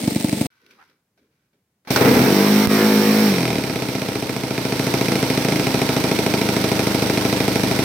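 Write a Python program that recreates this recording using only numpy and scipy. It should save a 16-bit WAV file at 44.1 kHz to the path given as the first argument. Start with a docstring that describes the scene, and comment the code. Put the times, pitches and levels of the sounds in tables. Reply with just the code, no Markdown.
"""Model airplane engine on a lawn, then in a shed

A single-cylinder two-stroke idles on a lawn. Then, in an open shed, hands rustle at the propeller and
flick it: the engine catches, races, and sinks to an idle where it fires on every other turn.
Each firing is a decaying noise crack at the port and a puff from the silencer with ringing modes, over
propeller rasp; racing, the puffs give way to a drone of crank-rate multiples. A tick hits the microphone."""
import sys
import numpy as np
from scipy import signal
from scipy.fft import rfft, irfft, next_fast_len
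from scipy.io import wavfile
from scipy.ndimage import uniform_filter1d, minimum_filter1d

SR = 44100
rng = np.random.default_rng(int(sys.argv[2]) if len(sys.argv) > 2 else 0)


def digitize_waveform(pressure):
    """Quantize a signal to 16-bit integers and store it at the path in sys.argv[1].

    Rows of a 2-D input are taken as channels; values are limited to [-1, 1].
    """
    field = np.atleast_2d(pressure).T
    bounded = np.clip(field, -1, 1)
    quanta = np.round(bounded * 32767).astype(np.int16)
    wavfile.write(sys.argv[1], SR, quanta)


N = 345730
TIME = np.arange(N) / SR  # s

# Spans in which every turn fires. Each row: start in seconds, end in seconds.
CLEAN_RUNNING = [(1.9, 3.6), (5.1, 5.17), (5.47, 5.61)]
# How hard the engine runs in the shed. Each row: time in seconds, effort in dB, to be read against idle.
SHED_EFFORT = [(2.1, -26.5), (3.29, -27.5), (3.67, -33), (4.43, -34.5), (4.96, -29), (7.8, -28.5)]
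IDLE_EFFORT_DB = -29
# The drone at speed. Each row: multiple of the crank rate, relative level in dB.
DRONE = [(2, -28), (3, -20), (4, 3.5), (5, -4), (6, -8), (7, -7.5), (8, -11), (9, -9), (10, -21), (11, -22),
         (12, -19), (13, -13), (14, -17), (15, -20), (16, -21), (17, -18), (18, -19), (19, -27), (20, -18)]
# The exhaust stays weak until the engine has caught; the change takes CATCH_S.
CAUGHT_S, CATCH_S = 2.015, 0.01


def from_db(db):
    """Decibels to gain."""
    return 10 ** (np.asarray(db) / 20)


def in_time(rows):
    """Each column of a timed curve, drawn straight between its rows, at every sample."""
    s, *columns = np.transpose(rows)
    return [np.interp(TIME, s, column) for column in columns]


def at_hz(points, hz):
    """Read a spectrum on a log-frequency axis."""
    f, value = np.transpose(points)
    return np.interp(np.log(hz + 1), np.log(f), value)


def band(x, low_hz, high_hz, order=4):
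    """Band-pass."""
    edges = np.clip([low_hz, high_hz], 10, .45 * SR)
    return signal.sosfilt(signal.butter(order, edges, "band", fs=SR, output="sos"), x + 1e-18)


def evened(x, running=0.78):
    """Hold the slow rms of the centre signal at the value of running; single pulses keep their shape."""
    running = running * np.ones(N)

    def smooth(v):
        return uniform_filter1d(uniform_filter1d(v, size=6600), size=6600)

    centre = np.atleast_2d(x).mean(0)
    power = smooth(centre ** 2 * running) / (np.abs(smooth(running)) + 1e-9)
    return x * running / np.sqrt(np.abs(power) + 1e-12)


def noise(colour, balance=((1, 0),)):
    """Coloured stereo noise, alike in the bass and mostly unrelated in the treble; centre rms 1."""
    # Each row: frequency in Hz, left-right likeness (clipped to at most 1).
    likeness = [(200, 2.1), (700, 0.53), (1400, 0.25), (2800, 0.26), (5000, 0), (15000, 0.17)]
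    size = next_fast_len(N)
    hz = np.arange(size // 2 + 1) * SR / size
    mid, side = rfft(rng.standard_normal((2, size)))
    alike = np.clip(at_hz(likeness, hz), -1, 1)
    sides = np.array([[1], [-1]])  # left, right
    pair = mid + np.sqrt((1 - alike) / (1.001 + alike)) * side * sides
    shape_db = at_hz(colour, hz) + sides * at_hz(balance, hz) / 2
    x = irfft(pair * from_db(shape_db), size)[:, :N]
    return x / x.mean(0).std()


def clicks(times, sizes):
    """One impulse at each time."""
    at = np.round(times * SR).astype(int)
    inside = (at >= 0) & (at < N)
    return np.bincount(at[inside], sizes[inside], N)


def ring(x, hz, t60):
    """A resonance: a unit click sets a sine ringing from height 1, 60 dB down after t60 seconds."""
    r, w = from_db(-60 / (t60 * SR)), 2 * np.pi * hz / SR
    return signal.lfilter([0, np.sin(w)], [1, -2 * r * np.cos(w), r * r], x + 1e-18)


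def fade(x, decay_s):
    """Each click starts an exponential decay."""
    return signal.lfilter([1], [1, -np.exp(-1 / (decay_s * SR))], x + 1e-18)


def bursts(rows):
    """Envelope of sudden, exponentially decaying events."""
    return sum(from_db(db) * fade(clicks(np.array([s]), np.ones(1)), decay) for s, db, decay in rows)


def scatter(x, t60):
    """A dense stereo tail of reflections: decaying noise of about unit energy, half a second long."""
    t = TIME[:SR // 2]
    grains = rng.standard_normal(len(t)) + .5 * rng.standard_normal((2, len(t)))
    tail = grains * from_db(-60 * t / t60)
    return signal.fftconvolve(x[None], tail / np.sqrt(np.sum(tail ** 2) / 2), axes=1)[:, :N]


def still_air():
    """The quiet air of the shed: faint, bass-heavy noise."""
    # Each row: frequency in Hz, relative level in dB.
    air_colour = [(18, -54.5), (30, -27.5), (71, -4), (139, 2), (404, -9), (837, -16.5), (2310, -21),
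                  (3410, -25), (15000, -27)]
    return from_db(-73.5) * noise(air_colour)


def microphone_tick():
    """Something small hits the microphone's right port: a noisy tick and a low, ringing thud."""
    hit = clicks(np.array([2.6725]), np.ones(1))  # s
    tick = fade(hit, 0.0011) * (2.34 + 0.5 * rng.standard_normal(N)) - 1.7 * ring(hit, 93, 0.043)
    return tick * from_db([[-17], [0]])  # left, right


def stroke(start_s, length_s):
    """Envelope of a hand's stroke: it comes on, holds and dies away."""
    attack_s, decay_s = 0.019, 0.049
    onset = np.clip((TIME - start_s) / attack_s, 0, 1)
    return onset * np.exp(-np.maximum(TIME - start_s - length_s, 0) / decay_s)


def hands(rustle, slips):
    """Skin bumps and rubs on the airframe, small knocks add to it, and panels sing along."""
    # A hand grips or slides. Each row: start in seconds, length in seconds, relative bumping level in dB,
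    # relative rubbing level in dB.
    hand_strokes = [(0.492, 0.41, -78, -65), (.61, 0.14, -63, -75), (0.68, 0.042, -71, -63),
                    (.78, .04, -80, -71), (.88, .03, -68, -82), (1.164, 0.085, -64, -73),
                    (1.3, .16, -81, -77), (1.524, 0.034, -69, -80)]
    # Propeller and airframe. Each row: start in seconds, relative level in dB, decay in seconds, lowest Hz.
    knocks = [(.664, -45, .003, 2200), (.709, -48, .007, 1900), (.838, -56, .003, 900),
              (.898, -61, 0.0036, 900), (1.176, -63, .014, 420), (1.531, -71, .016, 350),
              (1.849, -55, 0.086, 99), (1.873, -36, 0.41, 98)]
    # Each row: low edge in Hz, high edge in Hz, relative level in dB.
    panels = [(1500, 1600, 4), (2260, 2350, 5)]
    bump = sum(from_db(db) * stroke(s, length) for s, length, db, _ in hand_strokes)
    rub = sum(from_db(db) * stroke(s, length) for s, length, _, db in hand_strokes)
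    touch = bump * evened(band(rustle, 110, 500)) + rub * slips * evened(band(rustle, 1080, 14500))
    for s, db, decay, low in knocks:
        touch = touch + bursts([(s, db, decay)]) * band(rustle, low, 15000, order=2)
    return touch + sum(from_db(db) * band(touch, low, high, order=1) for low, high, db in panels) / 2


def wheeze(rustle, slips):
    """The piston drawn over by hand: a gliding, fluttering whistle in a rush of air, with a shed tail."""
    # Each row: time in seconds, whistle pitch in Hz, relative level in dB.
    wheeze_curve = [(.77, 1126, -73), (.79, 1234, -53), (.81, 1342, -50), (.825, 1370, -51),
                    (.85, 1480, -68)]
    hz, level_db = in_time(wheeze_curve)
    flutter = 1 + .8 * evened(band(rng.standard_normal((2, N)), 10, 160, order=1))
    whistle = from_db(-3) * flutter * np.sin(2 * np.pi * np.cumsum(hz) / SR)
    air_rush = slips * evened(band(rustle, 800, 3300))
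    sounding = (TIME > wheeze_curve[0][0]) * (TIME < wheeze_curve[-1][0])
    direct = from_db(level_db) * (whistle + air_rush) * sounding
    return direct + from_db(-11) * scatter(direct.mean(0), t60=.5)


def scrape(rustle):
    """A sliding hand sets one panel singing faintly: a narrow noise band that fades out by 0.85 s."""
    return from_db(-70) * evened(band(rustle, 1500, 1600, order=2)) * np.clip((.85 - TIME) / .2, 0, 1)


def handling():
    """Hands at the propeller and airframe, over the shed's still air, from the start of the shed on."""
    # Each row: frequency in Hz, relative level in dB.
    rustle_colour = [(100, -18), (240, -4), (450, -6), (700, -5), (1200, -12), (1530, -11.5), (1800, -14),
                     (2250, -13), (3000, -18), (4000, -18), (6000, -22), (7000, -35), (15000, -28)]
    rustle = noise(rustle_colour)
    # skin sticks and slips on the covering
    slips = from_db(2 * evened(band(rng.standard_normal(N), 15, 120, order=2)) - 2)
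    close_by = hands(rustle, slips) + wheeze(rustle, slips) + scrape(rustle)
    return (close_by + still_air()) * (TIME > .503)


def crank(speed):
    """Times at which the exhaust port opens, once a turn, and whether each turn fires."""
    s, rpm = np.transpose(speed)
    t = np.arange(s[0], s[-1], 1 / SR)
    turns = np.cumsum(np.interp(t, s, rpm)) / 60 / SR
    times = np.interp(np.arange(int(turns[-1]) + 1), turns, t)
    fired = [True]
    for now in times[1:]:
        # at idle a whole turn is needed to flush out the burnt gas
        fired.append(not fired[-1] or any(a < now < b for a, b in CLEAN_RUNNING))
    return times, np.array(fired)


def puff_train(times, fired, shape, rings, uneven_db, outlet_hz):
    """Each turn knocks at the port, pushes out a slug of gas and leaves the silencer and airframe ringing."""
    port_s, port_width_s, port_db, slug_s, slug_width_s, unfired_late_s, unfired_db = shape
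    t = TIME[:SR // 3]
    slug = (t - slug_s) / slug_width_s
    port_knock = from_db(port_db) * np.exp(-((t - port_s) / port_width_s) ** 2 / 2)
    puff = -slug * np.exp(-slug ** 2 / 2) - port_knock
    # the rings start at the slug's peak
    kick = clicks(np.array([slug_s - slug_width_s]), np.ones(1))[:len(t)]
    puff = puff + sum(from_db(db) * ring(kick, hz, t60) for hz, db, t60 in rings)
    strength = from_db(unfired_db * ~fired + uneven_db * rng.standard_normal(len(times)))
    x = signal.oaconvolve(clicks(times + unfired_late_s * ~fired, strength), puff)[:N]
    return signal.sosfilt(signal.butter(2, outlet_hz, "high", fs=SR, output="sos"), x)


def rush(times, fired, crack_db, crack_s, pump_db, clatter_db, tail_db):
    """Envelope of the noise: steady propeller wash, a crack per firing, gasps each turn, metal clatter."""
    crack_uneven, unfired_uneven, gasp_uneven = rng.standard_normal((len(times), 3)).T
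    cracks = clicks(times - .0004, fired * from_db(.5 * crack_uneven))
    gasps = clicks(times - .0015, ~fired * from_db(unfired_uneven + 5))
    gasps = gasps + clicks(times + .0095, from_db(gasp_uneven + 4))
    # loose metal clatters at random, about 260 times a second
    rattles = (rng.random(N) < 260 / SR) * from_db(np.minimum(rng.exponential(1, N), 2))
    parts = [from_db(crack_db) * fade(cracks, crack_s),
             from_db(tail_db) * fade(cracks, 0.059),
             from_db(pump_db) * fade(gasps, 0.01),
             from_db(clatter_db) * fade(rattles, 0.00099)]
    return np.sqrt(1 + sum(part ** 2 for part in parts))  # the 1 is the steady wash


def bark(times, fired, air, decay_s, unfired):
    """The airframe answers each turn with the same short, bright ring; centre rms 1 over the run."""
    # Bright resonances. Each row: frequency in Hz, width in Hz, relative level in dB.
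    bark_peaks = [(2300, 370, 5), (3870, 190, -0.5), (5450, 210, 8.5)]
    answer = air[:, :SR // 20] * np.exp(-TIME[:SR // 20] / decay_s)
    peaks = sum(from_db(db) * band(answer, hz - width / 2, hz + width / 2, order=1)
                for hz, width, db in bark_peaks)
    strikes = clicks(times, np.where(fired, 1, unfired))
    x = signal.oaconvolve(strikes[None], answer + peaks / 2, axes=1)[:, :N]
    return x / np.sqrt(np.sum(x.mean(0) ** 2) / ((times[-1] - times[0]) * SR))


def engine(puffs, roar, levels, running, wash_db):
    """Exhaust with wash, growl, rasp and hiss: four bands, each held at its own level."""
    low = puffs + from_db(wash_db) * evened(band(roar, 168, 420, order=2), running)
    layers = [low, band(roar, 640, 2196), band(roar, 2130, 11100), band(roar, 11560, 25000)]
    return sum(evened(x, running) * from_db(db) for x, db in zip(layers, levels))


def lawn_engine():
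    """A dry, slow idle over grass: puffs from the silencer and noise shaped by each turn."""
    # Each row: time in seconds, crank speed in rpm.
    lawn_speed = [(-.009, 1426), (.468, 1440)]
    # One row: port knock delay in seconds, its width in seconds, its relative level in dB, slug delay in
    # seconds, its width in seconds, extra delay of an unfired turn in seconds, its change in dB.
    lawn_puff = (.0024, .0005, -6, .005, .00088, .0008, -10)
    # What rings on after each puff. Each row: frequency in Hz, relative level in dB, t60 in seconds.
    lawn_rings = [(150, -23, 0.08), (250, -22.5, 0.15), (315, -12, .04), (520, -26, .04), (660, -23, 0.034),
                  (865, -27, 0.08)]
    # Each row: frequency in Hz, relative level in dB.
    lawn_colour = [(290, -25), (500, -12), (729, -10), (868, -7.5), (974, -8.5), (1670, -18), (2190, -12.5),
                   (2540, -14), (3150, -15.5), (3920, -12), (7100, -19), (8960, -11.5), (10100, -24.5),
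                   (13600, -22.5), (16000, -23.5)]
    # Each row: frequency in Hz, left minus right in dB.
    lawn_balance = [(60, -6), (110, 3.5), (200, -7.5), (380, 12.5), (700, 6.5), (1290, -3.5), (2380, 0.5),
                    (4400, -4.5), (8120, -3), (15000, 6.5)]
    # One row: steady levels of exhaust, growl, rasp and hiss in dB.
    lawn_levels = [-20.5, -40.5, -35, -42.5]
    times, fired = crank(lawn_speed)
    running = TIME < lawn_speed[-1][0]
    puffs = evened(puff_train(times, fired, lawn_puff, lawn_rings, uneven_db=1.1, outlet_hz=72), running)
    # the silencer's side chamber swallows a narrow band
    puffs = signal.lfilter(*signal.iirnotch(405, 3, fs=SR), puffs)
    # the hollow fuselage keeps drumming between the puffs
    puffs = puffs + from_db(-9.5) * evened(band(rng.standard_normal(N), 170, 330), running)
    air = noise(lawn_colour, lawn_balance)
    roar = air * rush(times, fired, crack_db=9.0, crack_s=.005, pump_db=-2.5, clatter_db=6, tail_db=-1.5)
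    roar = roar + from_db(-5.0) * bark(times, fired, air, decay_s=0.0056, unfired=0.15)
    return engine(puffs, roar, lawn_levels, running, wash_db=-14.5)


def throttle_open():
    """One while the throttle is open, zero once it has closed."""
    closes_s, closing_s = 3.266, 0.11
    return np.clip(1 - (TIME - closes_s) / closing_s, 0, 1)


def buzz(count):
    """The drone's upper multiples and their relative levels in dB, uneven and falling with frequency."""
    first_db, db_per_octave, uneven_db = -22.5, -1, 1.5
    lowest = DRONE[-1][0] + 1
    k = np.arange(lowest, lowest + count)
    level_db = first_db + db_per_octave * np.log2(k / lowest) + uneven_db * rng.standard_normal(count)
    return list(zip(k, level_db))


def drone(times, lag_s, wobble, flutter, smear):
    """At speed the puffs merge with the propeller's blade tones into a drone with a buzzing top."""
    drone_db, upper_closed_db = -0.5, -10  # the upper tones drop when the throttle closes
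    turn = np.arange(len(times))
    turns = np.interp(TIME - lag_s, times, turn + wobble * rng.standard_normal(len(times)))
    sounding = (turns > 0) & (TIME < 4)
    turns = turns[sounding]
    closed = 1 - throttle_open()[sounding]
    tones = 0
    for k, db in DRONE + buzz(count=22):
        # the upper tones arrive mostly by reflection, out of step, the highest different in each port
        diffuse = np.clip((k - 5) / 7, 0, 1)
        port_shift = 0.6 * rng.standard_normal((2, 1)) * (k > len(DRONE))
        shift = diffuse * (rng.uniform(-np.pi, np.pi) + port_shift)
        # combustion varies over a few turns: each tone wavers with it, the highest most
        shift = shift + smear * k * diffuse * np.interp(turns, turn[::2], rng.standard_normal(len(turn[::2])))
        waver = flutter * np.sqrt(k) * np.interp(turns, turn[::3], rng.standard_normal(len(turn[::3])))
        upper = np.clip((k - 4) / 2, 0, 1)
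        height = from_db(drone_db + db + upper_closed_db * upper * closed) * (1 + waver)
        tones = tones + height * np.cos(2 * np.pi * k * turns + shift)
    x = np.zeros((2, N))
    x[:, sounding] = tones
    return x


def clank(times, fired):
    """Each turn strikes the silencer shell, firings hardest; its modes ring for a moment."""
    # Each row: frequency in Hz, relative level in dB, t60 in seconds.
    shell_modes = [(2170, -24, .026), (2400, -23, .022), (3870, -29, .03)]
    strike = np.where(fired, 1, from_db(-14))
    return sum(ring(clicks(times, strike * from_db(db + rng.standard_normal(len(times)))), hz, t60)
               for hz, db, t60 in shell_modes)


def snarl(air, surge):
    """Ragged resonances of the exhaust once the engine has caught and pulls up to speed."""
    # Each row: low edge in Hz, high edge in Hz, relative level in dB.
    snarl_bands = [(215, 285, -14.5), (360, 460, -16.5), (580, 1600, -25), (1440, 1960, -42)]
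    caught = np.clip((TIME - CAUGHT_S) / CATCH_S + 1, 0, 1)
    resonances = sum(from_db(db) * evened(band(air, low, high, order=2)) for low, high, db in snarl_bands)
    return caught * surge * resonances


def backfires(air):
    """Two sharp reports with rounded peaks as the engine catches; each makes the airframe ring."""
    # Each row: time in seconds, relative level in dB, decay in seconds.
    reports = [(1.9045, -23, .003), (1.9612, -5.5, .005)]
    flash = bursts(reports) * band(air, 780, 15000, order=1)
    s, db, _ = np.transpose(reports)
    body = ring(clicks(s, from_db(db)), 1480, .025)
    return .6 * np.tanh(2 * (flash + .5 * body))


def shed_levels(surge):
    """Levels of exhaust, growl, rasp and hiss from the effort, the throttle and the way the engine fires."""
    # Rows for exhaust, growl, rasp and hiss. Each row: level at idle in dB, change with the throttle open
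    # in dB, change in a full surge in dB.
    shed_layers = [(-20.3, 3.3, -3.7), (-31, -2, 9), (-30.5, 0.6, -0.8), (-44.3, 7.3, 1)]
    every_turn_db, catching_db = 1, -5  # exhaust: louder while every turn fires, weak until caught
    effort_db = in_time(SHED_EFFORT)[0] - IDLE_EFFORT_DB
    throttle = throttle_open()
    exhaust_db, *noise_db = [db + effort_db + open_db * throttle + surge_db * surge
                             for db, open_db, surge_db in shed_layers]
    every_turn = uniform_filter1d(sum(1. * (TIME > a) * (TIME < b) for a, b in CLEAN_RUNNING), size=2200)
    catching = np.clip((CAUGHT_S - TIME) / CATCH_S, 0, 1)
    return [exhaust_db + every_turn_db * every_turn + catching_db * catching, *noise_db]


def shed_engine():
    """Start, race and idle under a tin roof: puffs with echoes, drone, cracks, rasp and a ringing shell."""
    # The engine catches, races, then coasts to idle. 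Each row: time in seconds, crank speed in rpm.
    shed_speed = [(1.905, 1058), (1.96, 1059), (2.09, 1982), (2.29, 2903), (2.53, 3119), (2.87, 3217),
                  (2.98, 3139), (3.24, 3224), (3.4, 2563), (3.73, 1928), (4.1, 1747), (4.52, 1666),
                  (5.11, 1666), (5.35, 1624), (5.49, 1637), (7.01, 1565), (7.07, 1583), (7.84, 1539)]
    # One row: port knock delay in seconds, its width in seconds, its relative level in dB, slug delay in
    # seconds, its width in seconds, extra delay of an unfired turn in seconds, its change in dB.
    shed_puff = (.00083, .00026, -8, .0045, .00072, .0019, -12)
    # What rings on after each puff. Each row: frequency in Hz, relative level in dB, t60 in seconds.
    shed_rings = [(140, -25.5, .16), (201, -30, .5), (229, -32, .4), (266, -27, .14), (300, -25, 0.13),
                  (355, -19.5, 0.09), (440, -26, .15), (491.8, -21.5, 0.17), (634, -17.5, 0.08),
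                  (815, -26, .08), (908, -26.5, 0.11), (1296, -25, 0.034)]
    # Reflections from floor, wall and roof. Each row: delay in seconds, relative level in dB.
    shed_echoes = [(.0075, -11), (0.0149, -11), (0.0266, -10), (.0301, -10.5), (0.04, -11.5)]
    # Each row: frequency in Hz, relative level in dB.
    shed_colour = [(500, 12.5), (700, -4.5), (900, -3), (1150, -8.5), (1450, -6.5), (1750, -11.5),
                   (2250, -8.5), (3100, -11), (3750, -9.5), (5900, -10.5), (6700, -20), (7800, -18.5),
                   (8550, -13.5), (9400, -20.5), (14400, -10.5), (16000, -18.5)]
    # Each row: frequency in Hz, left minus right in dB.
    shed_balance = [(60, -17), (92, 8), (140, 0.5), (210, -4.5), (330, 4.5), (500, 3), (770, 1), (1170, 2),
                    (1790, -5.5), (2740, -5), (4190, -8.5), (6410, -5), (9810, 6), (15000, -15.5)]
    drone_from_rpm, drone_full_rpm, drone_lag_s = 2050, 3130, .1
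    full_surge_rpm_per_s = 7400
    times, fired = crank(shed_speed)
    rpm, = in_time(shed_speed)
    running = TIME >= shed_speed[0][0]
    throttle = throttle_open()
    # the drone builds up, and lingers, behind the speed
    lagged_rpm = np.interp(TIME - drone_lag_s, TIME, rpm)
    racing = np.clip((lagged_rpm - drone_from_rpm) / (drone_full_rpm - drone_from_rpm), 0, 1)
    # speeding up makes the exhaust ragged
    surge = np.clip(np.gradient(rpm) * SR / full_surge_rpm_per_s, 0, 1)

    direct = puff_train(times, fired, shed_puff, shed_rings, uneven_db=.6, outlet_hz=82)
    echoes = sum(from_db(db) * np.interp(TIME - delay, TIME, direct, left=0) for delay, db in shed_echoes)
    tail = from_db(-7.5 + 3 * surge) * scatter(direct, t60=1.0)
    puffs = evened(direct + echoes + tail, running)
    # with the throttle open the drone masks the puffs; once it closes the drone weakens
    puffs = puffs * from_db(-10 * racing * throttle)
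    droning = racing * from_db(-6.5 * (1 - throttle))
    puffs = puffs + droning * drone(times, lag_s=0.00397, wobble=0.0014, flutter=0.16, smear=0.026)

    air = noise(shed_colour, shed_balance)
    # with the throttle open, the separate cracks sink into a dense rasp
    roar = air * rush(times, fired, crack_db=9.5 - 7 * throttle, crack_s=.003,
                      pump_db=-3.0, clatter_db=-3.0, tail_db=-14.5)
    roar = roar + from_db(-7.5) * (1 - racing) * bark(times, fired, air, decay_s=0.015, unfired=0.13)
    roar = roar + from_db(-1.5) * racing * bark(times, fired, air, decay_s=0.14, unfired=0.34)

    effort = from_db(in_time(SHED_EFFORT)[0] - IDLE_EFFORT_DB)
    shell = clank(times, fired) * (1 - throttle) * effort
    body = engine(puffs, roar, shed_levels(surge), running, wash_db=-9 + 5 * surge)
    return body + shell + snarl(air, surge) + backfires(air)


def scene():
    """The lawn, then the shed, with one tick on the microphone."""
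    return microphone_tick() + handling() + lawn_engine() + shed_engine()


def record(dry):
    """A look-ahead limiter ducks around overloads; the top is cut."""
    over_db = np.maximum(20 * np.log10(np.abs(dry).max(0) / .93 + 1e-9), 0)
    recovery = 330 * TIME  # dB regained
    held_db = np.maximum.accumulate(over_db + recovery) - recovery
    # widen each duck to both sides, then round its edges
    duck_db = uniform_filter1d(-minimum_filter1d(-held_db, size=900), size=500)
    top_cut = signal.ellip(10, .05, 60, 15900, fs=SR, output="sos")
    return signal.sosfiltfilt(top_cut, dry * from_db(-duck_db))


dry = scene()
out = record(dry)
digitize_waveform(out)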